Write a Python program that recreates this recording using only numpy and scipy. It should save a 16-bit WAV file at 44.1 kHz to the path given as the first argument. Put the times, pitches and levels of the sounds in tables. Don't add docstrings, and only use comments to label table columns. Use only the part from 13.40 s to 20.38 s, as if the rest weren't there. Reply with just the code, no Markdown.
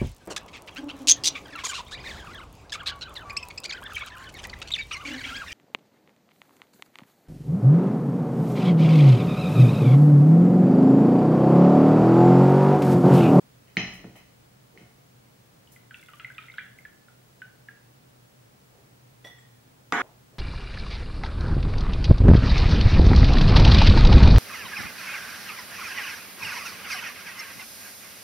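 import sys
import numpy as np
from scipy import signal
from scipy.fft import rfft, irfft
from scipy.io import wavfile

SR = 44100
rng = np.random.default_rng(int(sys.argv[2]) if len(sys.argv) > 2 else 0)


def wav_record(signal):
    frames = np.transpose(np.atleast_2d(signal))
    bounded = np.clip(frames, -1, 1)
    quanta = np.round(bounded * 32767).astype(np.int16)
    wavfile.write(sys.argv[1], SR, quanta)


N = 307992
T = np.arange(N) / SR

# (frequency [Hz], bandwidth [Hz], level [dB])
MUG_RESONANCES = [(743, 280, -12), (1400, 520, -13), (1990, 350, -0.5), (2495, 190, -0.5),
                  (2956, 280, -2.5), (4060, 200, -8), (5200, 250, -10.5), (6120, 207, -11)]
# (time [s], level [dB])
MUG_CONTACTS = [(0.272, -20), (0.3689, 14.5), (0.643, -24), (0.755, -11), (1.3755, -15)]
# (frequency [Hz], level [dB], t60 [s])
TABLE_MODES = [(87.2, -16, 0.41), (123.7, -7.5, 0.61), (180.8, 2.5, 0.31), (227.4, -5.5, 0.29),
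               (272.4, -9.5, 0.31), (330.2, -3.5, 0.264), (392.4, -15, 0.8), (443.6, -5, 0.53),
               (715, -6, 0.44), (801, -7, .4), (930, -11, 0.33), (1132, -6.5, 0.51), (1280, -9.5, 0.5),
               (1460, -17.5, 0.78), (1427, -7.5, 0.66), (1470, -2, 0.67), (1485, -2, 0.9),
               (1740, -13, 0.31), (1950, -0.5, 0.27)]
# (time [s], level [dB], lowest driven [Hz], highest driven [Hz])
TABLE_BLOWS = [(0.3685, -27, 114, 298), (0.428, -32.5, 90, 223), (0.643, -40.5, 90, 308),
               (0.698, -53, 70, 200), (1.376, -55.5, 99, 493), (1.408, -52.5, 100, 398),
               (5.847, -56, 420, 690), (6.5236, -27.5, 350, 2380)]
# (time [s], level [dB], lowest partial [Hz], loss per partial [dB])
CONTACT_CRACKS = [(0.3695, -10.5, 2133, 15), (0.6432, -39.5, 700, 6), (1.3752, -40.5, 2160, 17),
                  (6.5232, -15, 1260, 6)]
# (frequency [Hz], spectral level [dB])
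RATTLE_SPECTRUM = [(100, -35), (230, -7), (430, -8), (600, -14.5), (950, -5.5), (1500, -1.5), (2200, -6),
                   (2600, -17.5), (3400, -17.5), (4600, -33.5), (5500, -27), (7700, -41), (12000, -44),
                   (15000, -53)]
# (time [s], bubble frequency [Hz], bubble level [dB], glide [octaves/s], splash [dB])
TEA_DROPS = [(2.274, 2900, -48, 1, -65), (2.362, 1990, -42.5, 4, -46.5), (2.5096, 1573, -37.5, -10, -37.5),
             (2.5437, 2550, -33, 11, -33), (2.628, 2090, -43.5, 0, -42), (2.686, 1450, -45.5, -4, -34.5),
             (2.735, 1190, -42, -1, -38.5), (2.798, 2620, -38, 10, -28.5), (2.8465, 1948, -25.5, 12, -36),
             (2.902, 1470, -36, 16.5, -42), (2.9819, 2390, -30, 0.5, -24.5), (3.0364, 1450, -52, 1, -37),
             (3.084, 1900, -37, 28.5, -58), (3.099, 1997, -35, 19, -49), (3.119, 3550, -46, 12, -58),
             (3.14, 1430, -43, -6, -35), (3.176, 3580, -45, 7, -56), (3.183, 1455, -24, 57.5, -24.5),
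             (3.387, 2026, -39.5, 8, -57), (3.4519, 1690, -33.5, 3, -38), (3.684, 1430, -47, -8.5, -48),
             (4.0187, 1524, -31.5, -3, -36.5), (4.2863, 1680, -33, -4.5, -39)]
# (frequency [Hz], level [dB], t60 [s])
PLATE_MODES = [(1224, -22, 0.12), (1990, 0, 0.13), (3494, 1.5, 0.072), (5840, -10.5, 0.11),
               (7720, -27, .15), (8750, -18.5, 0.2), (10100, -30, 0.16)]
# (time [s], level [dB], highest driven [Hz], pitch [ratio])
PLATE_CONTACTS = [(5.8445, -49.5, 8000, 0.99), (5.848, -44, 9000, 0.97), (5.871, -46, 6030, 1),
                  (5.908, -55, 2500, 0.92), (5.985, -44.5, 1400, 0.935)]
# (time [s], frequency [Hz], level [dB], t60 [s])
STEEL_PINGS = [(1.376, 2170, -58, 0.28), (5.985, 7620, -63.5, 0.3)]
# (time [s], level [dB])
MESH_BRUSHES = [(0.533, -57.5), (0.758, -59.5), (2.316, -54.5), (3.379, -64), (5.846, -59)]
# (time [s], level [dB], centre [Hz], swell [s])
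TABLE_THUDS_AND_RUBS = [(0.574, -54, 205, 0.044), (0.6425, -48.5, 370, .0026), (0.753, -55, 720, 0.002),
                        (1.335, -55.5, 360, 0.03), (5.28, -61, 520, 0.074), (5.8442, -48, 540, 0.0025),
                        (6.909, -60.5, 447, 0.034)]
# (frequency [Hz], t60 [s])
REVERB_TIMES = [(150, 0.64), (600, 0.81), (1500, 0.65), (2400, 0.61), (6000, 0.69), (14000, 0.19)]
# (frequency [Hz], coherence [-1..1])
ROOM_COHERENCE = [(130, 0.99), (300, 0.98), (640, 0.82), (1400, 0.61), (3100, 0.15), (6500, -0.41),
                  (15000, 0.33)]
# (frequency [Hz], spectral level [dB])
BACKGROUND_SPECTRUM = [(15, -51.5), (25, -20), (91, -13.5), (101, -20.5), (122, 1.5), (148, -11),
                       (193, -10), (305, -13.5), (359, -15.5), (389, -15.5), (433, -14), (1200, -21),
                       (1340, -21), (3090, -26.5), (15500, -34)]
# (frequency [Hz], coherence [-1..1])
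BACKGROUND_COHERENCE = [(60, 0.91), (140, 0.96), (290, 0.17), (640, -0.24), (1400, -0.29), (3100, -0.057),
                        (15000, .15)]

LAST_KNOCK_S, RATTLE_STOP_S = 6.5235, 6.6196


def mug():
    out, impulse = np.zeros(N), signal.unit_impulse(SR // 10) + 1e-18
    clack = sum(from_db(db) * band(impulse, hz - width / 2, hz + width / 2)
                for hz, width, db in MUG_RESONANCES)
    for s, db in MUG_CONTACTS:
        add(out, s, from_db(db) * clack)
    return kitchen(out, wet_db=3, build_s=.001, direct_db=-9, t60_scale=.91)


def table():
    out = np.zeros(N)
    for s, db, low_hz, high_hz in TABLE_BLOWS:
        add(out, s, from_db(db) * ring(TABLE_MODES, low_hz, high_hz))
    return kitchen(out, wet_db=-15, build_s=.006)


def rumble(gain_db=-26, low_hz=32, high_hz=90):
    out = np.zeros((2, N))
    for s, db, lowest_hz, _ in TABLE_BLOWS:
        coupling = (np.sqrt(low_hz * high_hz) / lowest_hz) ** .65
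        add(out, s, from_db(db + gain_db) * coupling * puff(low_hz, high_hz, swell_s=.03, t60=1.8))
    return out


def cracks(length_s=.0026, partial_spacing=.936):
    out, t = np.zeros(N), T[:SR // 50]
    envelope = np.sin(np.pi * np.clip(t / length_s, 0, 1) ** .6)
    for s, db, lowest_hz, loss_db in CONTACT_CRACKS:
        for k in range(8):
            hz = lowest_hz * (1 + k * partial_spacing)
            add(out, s, -from_db(db - k * loss_db) * envelope * np.sin(2 * np.pi * hz * t))
    return kitchen(out, wet_db=-13.5, build_s=.0061) * pan_right(.8)


def snap():
    out = np.zeros((2, N))
    add(out, LAST_KNOCK_S, from_db(-27) * puff(2200, 6000, swell_s=.0001, t60=.0051))
    return out


def rattle():
    out, t = np.zeros((2, N)), T[:SR]
    zing = from_db(-46) * unit_rms(band(noise(ROOM_COHERENCE), 6650, 6950, order=1)) * fade(t, t60=.56)
    chatter = from_db(-26) * noise(ROOM_COHERENCE, RATTLE_SPECTRUM) * fade(t, t60=5.2)
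    add(out, LAST_KNOCK_S, chatter + zing)
    return out * pan_right(.8)


def drips(crater_hz=1420, crater_delay_s=.00395, splash_lead_s=.0004):
    bubbles, splashes, t = np.zeros(N), np.zeros(N), T[:SR // 5]
    for s, hz, db, glide, splash_db in TEA_DROPS:
        add(bubbles, s, from_db(db) * bubble(hz, glide))
        crater = bubble(crater_hz * np.exp(.052 * rng.standard_normal()))
        add(bubbles, s + crater_delay_s, from_db(splash_db - 11) * crater)
        slap = 8 * signal.unit_impulse(len(t))
        spatter = rng.standard_normal(len(t)) * fade(t, t60=.027)
        splash = band(slap + spatter, 1450, 3300, order=4)
        add(splashes, s - splash_lead_s, from_db(splash_db) * splash / np.abs(splash).max())
    bubbles = kitchen(bubbles, wet_db=-8, build_s=.005, t60_scale=.83)
    splashes = kitchen(splashes, wet_db=-1.5, build_s=.00067, t60_scale=.78)
    return (bubbles + from_db(-5) * splashes) * pan_right(.4)


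def bubble(hz, glide=0, pinch_s=.0007, glide_s=.012, onset_s=.0004, t60_cycles=71.4):
    t = T[:SR // 5]
    pinch_off = 1 + .3 * np.exp(-t / pinch_s)
    pitch = hz * pinch_off * 2 ** (glide * np.minimum(t, glide_s))
    envelope = fade(t, t60_cycles / hz) * (1 - np.exp(-t / onset_s))
    return envelope * np.sin(2 * np.pi * np.cumsum(pitch) / SR)


def drain(start_s=2.5, swell_s=.051, fall_db_per_s=9.5, specks_per_s=500,
          droplets_per_s=10, droplets_for_s=.7, droplet_hz=3470):
    age = np.maximum(T - start_s, 0)
    flow = np.minimum(age / swell_s, 1) * from_db(-fall_db_per_s * age)
    specks = rng.standard_normal((2, N)) * (rng.random(N) < specks_per_s / SR)
    spray = from_db(-64) * flow * unit_rms(band(specks, 4000, 13800))
    droplets = np.zeros(N)
    for k, (jitter, detune, strength) in enumerate(rng.uniform(-1, 1, size=(16, 3))):
        delay_s = (k + 1 + jitter / 2) / droplets_per_s
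        if delay_s < droplets_for_s:
            droplet = bubble(droplet_hz * (1 + .05 * detune), glide=12)
            add(droplets, start_s + delay_s, from_db(-49.5 + 2 * strength) * droplet)
    return spray + kitchen(droplets, wet_db=-5, build_s=.003)


def plate(tick_low_hz=900, tick_high_hz=4200):
    out = np.zeros(N)
    for s, db, high_hz, pitch in PLATE_CONTACTS:
        hardness = min(high_hz / tick_high_hz, 1)
        tick = unit_rms(band(rng.standard_normal(SR), tick_low_hz, tick_high_hz)) * fade(T[:SR], t60=.12)
        clink = ring(PLATE_MODES, high_hz=high_hz, pitch=pitch)
        add(out, s, from_db(db) * (clink + from_db(-12) * hardness * tick))
    return kitchen(out, wet_db=-3.5, build_s=.0042) * pan_right(.7)


def pings():
    out = np.zeros(N)
    for s, hz, db, t60 in STEEL_PINGS:
        add(out, s, ring([(hz, db, t60)]))
    return kitchen(out, wet_db=2, build_s=.0033)


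def handling(edge_ratio=1.46):
    out = np.zeros((2, N))
    for s, db in MESH_BRUSHES:
        add(out, s, from_db(db) * puff(5500, 14500, swell_s=.005, t60=.28))
    for s, db, hz, swell_s in TABLE_THUDS_AND_RUBS:
        contact = puff(hz / edge_ratio, hz * edge_ratio, swell_s, t60=.25 + 8.5 * swell_s)
        add(out, s, from_db(db) * contact)
    return out


def rattle_tail():
    out = np.zeros((2, N))
    add(out, RATTLE_STOP_S, from_db(-51) * puff(350, 895, swell_s=.0024, t60=.5))
    return out


def kitchen(x, wet_db, build_s, direct_db=0, t60_scale=1):
    t, hz = T[:SR], np.fft.rfftfreq(SR, 1 / SR)
    diffuse, tail = rfft(noise(ROOM_COHERENCE)), 0
    for centre, t60 in REVERB_TIMES:
        band_weight = at_hz([(f, f == centre) for f, _ in REVERB_TIMES], hz)
        tail = tail + irfft(diffuse * band_weight, SR) * fade(t, t60 * t60_scale)
    build_up = 1 - np.exp(-(t / build_s) ** 2)
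    response = unit_rms(tail * build_up) / np.sqrt(SR)
    reverb = signal.fftconvolve(x[None], response, axes=1)[:, :N]
    return from_db(direct_db) * x + from_db(wet_db) * reverb


def room_tone(whine_hz=15668):
    drone = unit_rms(band(noise(BACKGROUND_COHERENCE, size=N), 113.7, 133.4, order=1))
    hiss = noise(BACKGROUND_COHERENCE, BACKGROUND_SPECTRUM, size=N)
    whine = np.sin(2 * np.pi * whine_hz * T)
    return from_db(-57) * hiss + from_db(-64) * drone + from_db(-75) * whine


def ring(modes, low_hz=1, high_hz=SR, pitch=1):
    t, out = T[:SR], np.zeros(SR)
    for k, (hz, db, t60) in enumerate(modes):
        drive = 1 / np.sqrt((1 + (low_hz / hz) ** 4) * (1 + (hz / high_hz) ** 4))
        out += (-1) ** k * drive * from_db(db) * fade(t, t60) * np.sin(2 * np.pi * hz * pitch * t)
    return out


def puff(low_hz, high_hz, swell_s, t60):
    t = T[:SR]
    envelope = np.minimum(t / swell_s, 1) * fade(np.maximum(t - swell_s, 0), t60)
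    return envelope * unit_rms(band(noise(ROOM_COHERENCE), low_hz, high_hz))


def noise(coherence, spectrum=None, size=SR):
    hz = np.fft.rfftfreq(size, 1 / SR)
    mid, side = rfft(rng.standard_normal((2, size)))
    alike = at_hz(coherence, hz)
    pair = np.sqrt(1 + alike) * mid + np.sqrt(1 - alike) * side * np.array([[1], [-1]])
    colour = from_db(at_hz(spectrum, hz)) if spectrum else 1
    return unit_rms(irfft(pair * colour, size))


def band(x, low_hz, high_hz, order=2):
    return signal.sosfilt(signal.butter(order, [low_hz, high_hz], "band", fs=SR, output="sos"), x)


def fade(t, t60):
    return np.exp(-np.log(1000) * t / t60)


def at_hz(points, hz):
    f, value = np.transpose(points)
    return np.interp(np.log(hz + 1e-9), np.log(f), value)


def pan_right(db):
    return from_db([[-db], [db]])


def from_db(db):
    return 10 ** (np.asarray(db) / 20)


def unit_rms(x):
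    return x / np.sqrt(np.mean(x ** 2) + 1e-20)


def add(track, s, sound):
    start = round(s * SR)
    part = sound[..., :N - start]
    track[..., start:start + part.shape[-1]] += part


def scene():
    gate = np.clip((RATTLE_STOP_S - T) / .001, 0, 1)
    knocks = (table() + cracks() + snap() + rattle()) * gate
    return (knocks + rumble() + rattle_tail() + mug() + plate() + pings()
            + drips() + drain() + handling() + room_tone())


def record(dry, cutoff_hz=15900):
    return signal.sosfilt(signal.ellip(12, .1, 80, cutoff_hz, fs=SR, output="sos"), dry)


dry = scene()
out = record(dry)
wav_record(out)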